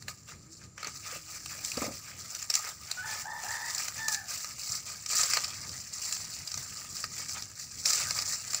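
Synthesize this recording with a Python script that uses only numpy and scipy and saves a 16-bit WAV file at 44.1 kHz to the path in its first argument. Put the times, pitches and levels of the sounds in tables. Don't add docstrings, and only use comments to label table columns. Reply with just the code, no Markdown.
import sys
import numpy as np
from scipy import signal
from scipy.fft import rfft, irfft, next_fast_len
from scipy.io import wavfile
from scipy.ndimage import uniform_filter1d, map_coordinates

SR = 44100
rng = np.random.default_rng(int(sys.argv[2]) if len(sys.argv) > 2 else 0)


def inscribe(sig):
    pcm = np.round(np.clip(np.atleast_2d(sig).T, -1, 1) * 32767)
    wavfile.write(sys.argv[1], SR, pcm.astype(np.int16))


N = 379260


def amp(db):
    return 10 ** (np.asarray(db) / 20)


def unit(x):
    return x / np.sqrt(np.mean(x ** 2) + 1e-20)


def noise(count=N):
    return rng.standard_normal(count)


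def along(points, hz):
    f, v = np.transpose(points)
    return np.interp(np.log(hz + 1), np.log(f + 1), v)


def curves(rows):
    s, *cols = np.transpose(rows)
    return [np.interp(np.arange(N) / SR, s, c) for c in cols]


def wobble(knots_per_s):
    knots = noise(int(N * knots_per_s / SR) + 4)
    return map_coordinates(knots, [np.arange(N) * knots_per_s / SR])


def phase_of(hz):
    return 2 * np.pi * np.cumsum(hz) / SR


def filtered(x, response):
    m = next_fast_len(N + SR // 2)
    return irfft(rfft(x, m) * response(np.fft.rfftfreq(m, 1 / SR)), m)[..., :N]


def ring(level_at, size=4096):
    cepstrum = irfft(np.log(amp(level_at(np.fft.rfftfreq(size, 1 / SR)))))
    cepstrum[1:size // 2] *= 2
    cepstrum[size // 2 + 1:] = 0
    return irfft(np.exp(rfft(cepstrum)))


def through(x, spectrum):
    response = ring(lambda hz: along(spectrum, hz))
    return signal.fftconvolve(x, response / np.linalg.norm(response))[:len(x)]


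def add(track, s, sound):
    part = track[round(s * SR):][:len(sound)]
    part += sound[:len(part)]


def cracks(per_s, spread_db, life_s):
    size = amp(spread_db * np.clip(noise(), -2, 2.2))
    sizes = size * (rng.random(N) < per_s / SR)
    energy = signal.lfilter([1], [1, -np.exp(-1 / (life_s * SR))], sizes ** 2)
    return unit(np.sqrt(energy))


def dappled(x, depth_db, size=96):
    z = signal.stft(x, nperseg=size)[2]
    across_bands = uniform_filter1d(noise(z.shape), size=3, axis=0)
    field = uniform_filter1d(across_bands, size=9, axis=1)
    return signal.istft(z * amp(depth_db * unit(field)), nperseg=size)[1][:N]


# start in seconds, length in seconds, place of the hardest
# pull 0-1, crisp crackle level in dB, papery body level in dB.
HUSK_STROKES = [(0.088, 0.023, 0.04, -41, -46), (0.286, 0.047, 0, -44.5, -47), (0.518, 0.072, 0, -50, -71),
                (0.61, 0.039, 1, -50.5, -55), (0.788, 0.11, 0.85, -46.5, -44), (0.888, 0.09, 1, -44, -55),
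                (1.041, .14, .55, -41, -42.5), (1.278, .095, 1, -45, -49.5), (1.502, .12, 0.24, -41.5, -46),
                (1.631, 0.13, 0.37, -37.5, -47), (1.76, 0.11, 0.67, -35, -38.5),
                (1.909, 0.076, 0.8, -45, -51.5), (2.041, 0.12, 0.4, -49, -49),
                (2.174, 0.28, 0.95, -42.5, -49.5), (2.506, 0.12, 0.5, -36, -40.5),
                (2.642, 0.069, 0.04, -38.5, -39.5), (2.814, 0.33, 0.33, -46, -47.5),
                (3.056, 0.19, .6, -37, -42.5), (3.392, 0.23, 0.7, -39.5, -45.5),
                (3.654, 0.23, 0.83, -35, -43), (3.905, .11, 0.94, -44, -46),
                (4.095, 0.058, 0.61, -28.5, -44), (4.282, 0.13, 0.37, -35.5, -43.5),
                (4.381, 0.14, 1, -42.5, -50.5), (4.585, 0.2, .8, -35, -47), (4.862, .12, 0.16, -40, -48),
                (5.1, 0.21, 0.48, -25.5, -36.5), (5.303, 0.14, 0.38, -30.5, -37),
                (5.46, 0.18, 0, -41, -46.5), (5.711, 0.11, 0.3, -38.5, -50), (5.933, 0.24, 0.8, -35, -46.5),
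                (6.193, 0.15, 0.07, -39.5, -50), (6.579, .08, 0.1, -41, -49), (6.683, 0.21, .8, -45, -52),
                (6.901, 0.15, 0.7, -38.5, -50.5), (7.152, 0.096, 0.3, -40.5, -47.5),
                (7.286, 0.1, 0.2, -38, -49), (7.363, 0.014, 0.6, -60, -35.5),
                (7.573, .055, 0.9, -45, -66.5), (7.695, 0.17, 0.7, -44, -74),
                (7.855, 0.14, 0.28, -25.5, -38.5), (7.962, 0.14, 0.2, -31.5, -37),
                (8.139, 0.087, 0.47, -30.5, -38.5), (8.251, 0.12, 0.36, -33, -44.5),
                (8.456, 0.16, 0.77, -40, -46)]
# time in seconds, crackle level in dB before the swing.
LEAF_STIRRING = [(0, -56.5), (.74, -67.5), (.95, -47.5), (2.4, -48.5), (2.78, -52.5), (3.3, -53.5),
                 (3.7, -44.5), (4.55, -47.5), (5.05, -47.5), (5.5, -44.5), (6.4, -44), (7.6, -46),
                 (8.6, -43)]
STIRRING_PAPER_DB, STIRRING_SWING_DB = -10, 2
STROKE_ATTACK_S, STROKE_RELEASE_S = 0.033, 0.057
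GRIP_DB, LET_GO_DB = -6, -6.5


def effort():
    t = np.arange(N) / SR
    stirring_db = curves(LEAF_STIRRING)[0] + STIRRING_SWING_DB * wobble(14)
    crisp_power = amp(stirring_db) ** 2
    paper_power = amp(stirring_db + STIRRING_PAPER_DB) ** 2
    for s, length, crest, crisp_db, paper_db in HUSK_STROKES:
        u = t[:round((STROKE_ATTACK_S + length + STROKE_RELEASE_S) * SR)] - STROKE_ATTACK_S
        crest_s = length * np.clip(crest, .01, .99)
        pull = amp(np.interp(u, [0, crest_s, length], [GRIP_DB, 0, LET_GO_DB]))
        contact = np.interp(u, [-STROKE_ATTACK_S, 0, length, length + STROKE_RELEASE_S], [0, 1, 1, 0]) ** 2
        add(crisp_power, s - STROKE_ATTACK_S, (amp(crisp_db) * pull * contact) ** 2)
        add(paper_power, s - STROKE_ATTACK_S, (amp(paper_db) * pull * contact) ** 2)
    return np.sqrt(crisp_power), np.sqrt(paper_power)


# frequency in Hz, relative density in dB per Hz.
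CRISP_SPECTRUM = [(900, -25.5), (2500, -46), (3600, -11.5), (4700, 0), (6000, 0.5), (7500, 2.5),
                  (8600, -11), (11000, -17), (14000, -26), (16000, -12.5)]
# frequency in Hz, relative density in dB per Hz.
PAPER_SPECTRUM = [(100, -49), (300, -20.5), (600, -4), (1000, -4.5), (1600, 0.5), (2400, 3), (3500, 3.5),
                  (6000, -33.5), (12000, -28.5)]


def husks():
    crisp_gain, paper_gain = effort()
    fibres = cracks(per_s=500, spread_db=1.0, life_s=0.00024)
    folds = cracks(per_s=59, spread_db=2.0, life_s=0.0077)

    def layer(spectrum, fold, own, slide, colour_db):
        single = cracks(per_s=140, spread_db=4.5, life_s=0.0012)
        power = fibres ** 2 + (fold * folds) ** 2 + (own * single) ** 2 + slide ** 2
        source = dappled(np.sqrt(power) * noise(), colour_db)
        return unit(through(source, spectrum))

    crisp = layer(CRISP_SPECTRUM, fold=1.0, own=0.17, slide=0.74, colour_db=2.0)
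    paper = layer(PAPER_SPECTRUM, fold=0.75, own=0.7, slide=1.8, colour_db=3.0)
    paper = unit(dappled(paper, depth_db=2.5, size=512))
    return crisp_gain * crisp + paper_gain * paper


# time in seconds, level in dB before RUMBLE_TRIM_DB and the lumps.
RUMBLE_CURVE = [(0, -57), (1.3, -58), (1.8, -54), (2.5, -60), (4.9, -58.5), (5.65, -54.5), (6, -59),
                (6.6, -56), (7.4, -55.5), (7.8, -58), (8.15, -52), (8.6, -60)]
# frequency in Hz, relative density in dB per Hz.
RUMBLE_SPECTRUM = [(20, -17), (42, -13), (62, -1), (100, 5.5), (170, -1.5), (300, -11.5), (500, -18),
                   (1200, -34), (3000, -24), (8000, -29.5), (15000, -50)]
# frequency in Hz, relative density in dB per Hz.
HISS_SPECTRUM = [(200, -13), (1200, 21), (3000, -4), (5000, 5), (7400, 34.5), (9000, -30), (15000, -20)]
RUMBLE_TRIM_DB, WIND_LUMPS_DB, HISS_DB = 0.5, 2.6, -62.5


def rumble():
    level_db = curves(RUMBLE_CURVE)[0] + RUMBLE_TRIM_DB + WIND_LUMPS_DB * wobble(14)
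    low = amp(level_db) * unit(through(noise(), RUMBLE_SPECTRUM))
    hiss = amp(HISS_DB) * unit(through(noise(), HISS_SPECTRUM))
    return low + hiss


STRAY_DB, STRAY_SCATTER_DB = 11, 5
STRAY_HOLLOW_DB = -12.5
STRAY_LOW_HZ, STRAY_HIGH_HZ = 2400, 7300


def stray_snaps():
    rows = []
    for (s, length, _, crisp_db, _), (when, force, pitch) in zip(HUSK_STROKES, rng.random((len(HUSK_STROKES), 3))):
        db = crisp_db + STRAY_DB + STRAY_SCATTER_DB * (2 * force - 1)
        ring_hz = STRAY_LOW_HZ + (STRAY_HIGH_HZ - STRAY_LOW_HZ) * pitch
        rows.append((s + when * length, db, STRAY_HOLLOW_DB, ring_hz))
    return rows


# time in seconds, level in dB before SNAP_TRIM_DB, hollow stalk
# share in dB before HOLLOW_TRIM_DB, ring in Hz.
RIB_SNAPS = [(0.0237, -29.5, -11, 4300), (0.0823, -19.5, -3, 4100), (0.779, -29, -2, 6100),
             (0.8298, -23, -4, 4570), (0.846, -20, -7, 4340), (0.8709, -19.5, -9, 6240),
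             (1.4598, -20, -14, 2710), (1.648, -14, -30, 7100), (1.7174, -16, -24, 2630),
             (1.7718, -19, -28, 4700), (2.3495, -20, -34, 5900), (2.4262, -17.5, -44, 6750),
             (2.5015, -8, -19, 5250), (2.54, -9, -38, 5800), (2.553, -5.5, -23, 6550),
             (2.914, -12, -15, 4400), (3.7487, -15.5, -29, 6900), (3.7804, -16, -23, 5150),
             (3.8827, -15, -9, 6304), (4.083, -8.5, -15, 6050), (4.1454, -11.5, -23, 6400),
             (4.4451, -19, -11.5, 5750), (5.0618, -16.5, -20.5, 5830), (5.0914, -24, -33, 7100),
             (5.2332, -9, -18, 5030), (5.3354, -9, -7.5, 5260), (5.371, -9.5, -5, 4570),
             (5.444, -13, -36, 4960), (5.693, -21, -18, 5660), (6.125, -12.5, -30, 7100),
             (6.4755, -18, -23, 4970), (6.517, -19, -20, 5400), (6.542, -15.5, -16, 6400),
             (6.5758, -17.5, -15, 6200), (6.9672, -20, -26, 4980), (7.0407, -16, -6.5, 4800),
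             (7.2937, -20.5, -18, 5680), (7.423, -19, -26, 5530), (7.857, -6.5, -18.5, 5300),
             (7.9055, -16, -30, 5370), (7.9325, -10.5, -11.5, 4600), (8.108, -10.5, -11.5, 5500),
             (8.1886, -12.5, -13, 4840), (8.533, -15.5, -11.5, 7100), (8.546, -8.5, -15.5, 7100)]
# frequency in Hz, relative dB per Hz.
RIB_SPECTRUM = [(600, -38.5), (1500, -14), (2700, -1), (4500, 0.5), (6000, -1.5), (7500, 1), (9000, -15),
                (12000, -19.5), (16000, -25)]
SNAP_TRIM_DB, HOLLOW_TRIM_DB = -25.5, 4.5
SNAP_LEAD_S = .004


def snaps():
    out = np.zeros(N)
    t = np.arange(SR // 12) / SR - SNAP_LEAD_S
    crack = amp(np.interp(t, [-SNAP_LEAD_S, -.0006, 0, .002, .014, .03], [-26, -8, 0, -3, -50, -120]))
    shiver = .16 * (t > 0) * amp(-60 * abs(t) / .08)
    for s, db, hollow_db, ring_hz in RIB_SNAPS + stray_snaps():
        burst = (crack + shiver) * rng.choice([-1, 1], len(t))
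        leaf = ring(lambda hz: along(RIB_SPECTRUM, hz) + 9 * np.exp(-((hz - ring_hz) / 600) ** 2))
        crisp = unit(signal.fftconvolve(burst, leaf)[:len(t)])
        hollow = unit(through(burst, PAPER_SPECTRUM))
        sound = crisp + amp(hollow_db + HOLLOW_TRIM_DB) * hollow
        add(out, s - SNAP_LEAD_S, amp(db + SNAP_TRIM_DB) * sound)
    return out


# time in seconds, level in dB before BUMP_TRIM_DB,
# main resonance in Hz.
HANDLING_BUMPS = [(0.084, -51, 644), (0.867, -44.5, 440), (1.125, -44.5, 517), (1.159, -44, 600),
                  (1.773, -28, 252), (1.817, -27.5, 262), (1.84, -34, 654), (1.862, -35, 560),
                  (1.88, -34.5, 251), (1.906, -40.5, 261), (2.643, -57, 436)]
# frequency in Hz, relative density in dB per Hz.
SCUFF_SPECTRUM = [(30, -31), (100, -9), (260, -3), (400, -10), (580, -1), (900, -16.5), (1300, -16.5),
                  (2500, -42), (6000, -73)]
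BUMP_TRIM_DB = -16.5
BUMP_RISE_S, SCUFF_T60_S, BODY_T60_S = 0.0031, 0.071, 0.023


def bumps():
    out = np.zeros(N)
    t = np.arange(SR // 8) / SR
    rise = 1 - np.exp(-t / BUMP_RISE_S)
    for s, db, ring_hz in HANDLING_BUMPS:
        scuff = unit(through(rise * amp(-60 * t / SCUFF_T60_S) * noise(len(t)), SCUFF_SPECTRUM))
        body = unit(rise * amp(-60 * t / BODY_T60_S) * np.sin(2 * np.pi * ring_hz * t))
        add(out, s, amp(db + BUMP_TRIM_DB) * (scuff + 0.93 * body))
    return out


# time in seconds, pitch in Hz before the waver, peak level in dB before the swell.
HUM_CURVE = [(.3, 308, -82), (.5, 305, -64.5), (.8, 327.3, -69.5), (1.2, 316, -67.5), (1.65, 323, -65),
             (1.9, 320, -95)]


def hum():
    pitch_hz, level_db = curves(HUM_CURVE)
    waver = 1 + .04 * wobble(12) + .03 * wobble(60)
    swell_db = 4 * wobble(16)
    return amp(level_db + swell_db) * np.sin(phase_of(pitch_hz * waver))


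# start in seconds, hold in
# seconds, release in seconds, pitch in Hz, final pitch in Hz, scoop from below 0-1, roughness 0-1,
# fundamental level in dB, octave level in dB.
CROW_NOTES = [(2.966, 0.029, 0.13, 752, 775, 0.05, 0.13, -53, -37),
              (3.028, 0.084, 0.12, 890, 799, 0.07, 0.58, -48, -46),
              (3.24, 0.13, .1, 899.4, 887.4, .27, 0.67, -42, -44.5),
              (3.434, .25, .08, 875, 957, .24, 0.88, -46.5, -42),
              (3.975, 0.15, .17, 904, 659, 0.05, 0.33, -47, -40.5)]
NOTE_ATTACK_S, SCOOP_S = 0.023, 0.021
NOTE_RELEASE_DB = 33
FUNDAMENTAL_RELEASE = 0.31
THINNING_DB = 5
GLIDE_BEND = 1.9
ONSET_ROUGH = .8


def crow_notes():
    pitch_hz, rough = np.full(N, 800.), np.zeros(N)
    first_gain, octave_gain = np.zeros(N), np.zeros(N)
    for s, hold, release, hz, final_hz, scoop, roughness, first_db, octave_db in CROW_NOTES:
        t = np.arange(round((hold + release) * SR)) / SR
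        start = round(s * SR)
        span = slice(start, start + len(t))
        strain = np.minimum(t / hold, 1)
        fade_db = NOTE_RELEASE_DB * np.maximum(t - hold, 0) / release
        gate = np.clip(np.minimum(t, t[-1] - t) / NOTE_ATTACK_S, 0, 1)
        glide_hz = hz + (final_hz - hz) * (t / t[-1]) ** GLIDE_BEND
        pitch_hz[span] = glide_hz * (1 - scoop * np.exp(-t / SCOOP_S))
        rough[span] = roughness * (ONSET_ROUGH + (1 - ONSET_ROUGH) * strain)
        first_gain[span] += gate * amp(first_db - THINNING_DB * strain - FUNDAMENTAL_RELEASE * fade_db)
        octave_gain[span] += gate * amp(octave_db - fade_db)
    return pitch_hz, np.clip(rough, 0, 1), first_gain, octave_gain


# multiple of the fundamental, level in dB re the octave.
CROW_OVERTONES = [(3, -27), (4, -14)]


def rooster():
    pitch_hz, rough, first_gain, octave_gain = crow_notes()
    flutter = np.sin(phase_of(68 + 12 * wobble(25)))
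    strain_jitter = .015 * wobble(60) + .018 * wobble(260) + .045 * flutter
    jitter = .004 * wobble(50) + rough * strain_jitter
    phase = phase_of(pitch_hz * (1 + jitter))

    def strength():
        rasp = .8 * flutter + .75 * wobble(220) + .4 * wobble(800)
        return np.sqrt(2) * (np.sqrt(1 - rough ** 2) + rough * rasp)

    slip = .9 * rough * wobble(320)
    first = strength() * np.sin(phase + slip)
    overtones = sum(amp(db) * np.sin(k * phase) for k, db in CROW_OVERTONES)
    upper = strength() * (np.sin(2 * phase) + overtones)
    return first_gain * first + octave_gain * upper


def echoed(x, echoes):
    return x + sum(amp(db) * np.pad(x, (round(delay * SR), 0))[:N] for delay, db in echoes)


# frequency in Hz, 60 dB decay time in seconds.
TREE_DECAY = [(300, 0.18), (1500, 0.58), (6000, 0.42)]


def trees(x):
    hz, t, z = signal.stft(noise(SR // 2), SR, nperseg=256)
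    decay = amp(-60 * t / along(TREE_DECAY, hz)[:, None])
    tail = signal.istft(z * decay, SR, nperseg=256)[1]
    return signal.fftconvolve(np.pad(x, (SR // 50, 0)), tail / np.linalg.norm(tail))[:N]


# time in seconds, gain in dB.
FACING_CURVE = [(0, 1), (.7, -7.5), (1.2, 1.5), (2.4, 1), (3.3, 1), (4.1, 1), (5.5, -4), (6.8, -1),
                (7.8, -3), (8.5, -2)]
# delay in seconds, level in dB.
NEARBY_ECHOES = [(.0042, -29), (.0093, -15.5), (0.0129, -19)]
# delay in seconds, level in dB.
WOOD_ECHOES = [(.031, -8.5), (.067, -10), (.112, -28)]


def scene():
    leaves = husks() + snaps()
    top = filtered(leaves, lambda hz: 1 - 1 / (1 + (hz / 9500) ** 8))
    top_gain = amp(curves(FACING_CURVE)[0])
    near = echoed(leaves + (top_gain - 1) * top, NEARBY_ECHOES) + bumps()
    crow = echoed(rooster(), WOOD_ECHOES)
    wet = amp(-21) * trees(near) + amp(-8) * trees(crow)
    mid = near + crow + wet + rumble() + hum()
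    return np.array([mid, mid])


# centre in Hz, width in Hz, gain in dB.
PORT_RESONANCES = [(1243.5, 74, 11.5), (3260, 580, -10), (6585, 174, -5.5), (6670, 110, -3),
                   (14770, 640, 13.5)]
TOP_HZ = 15750


def record(dry):
    port = ring(lambda hz: sum(db * np.exp(-((hz - centre) / width) ** 2)
                               for centre, width, db in PORT_RESONANCES))
    coloured = signal.fftconvolve(dry, port[None], axes=1)[:, :N]
    return filtered(coloured, lambda hz: hz < TOP_HZ)


dry = scene()
out = record(dry)
inscribe(out)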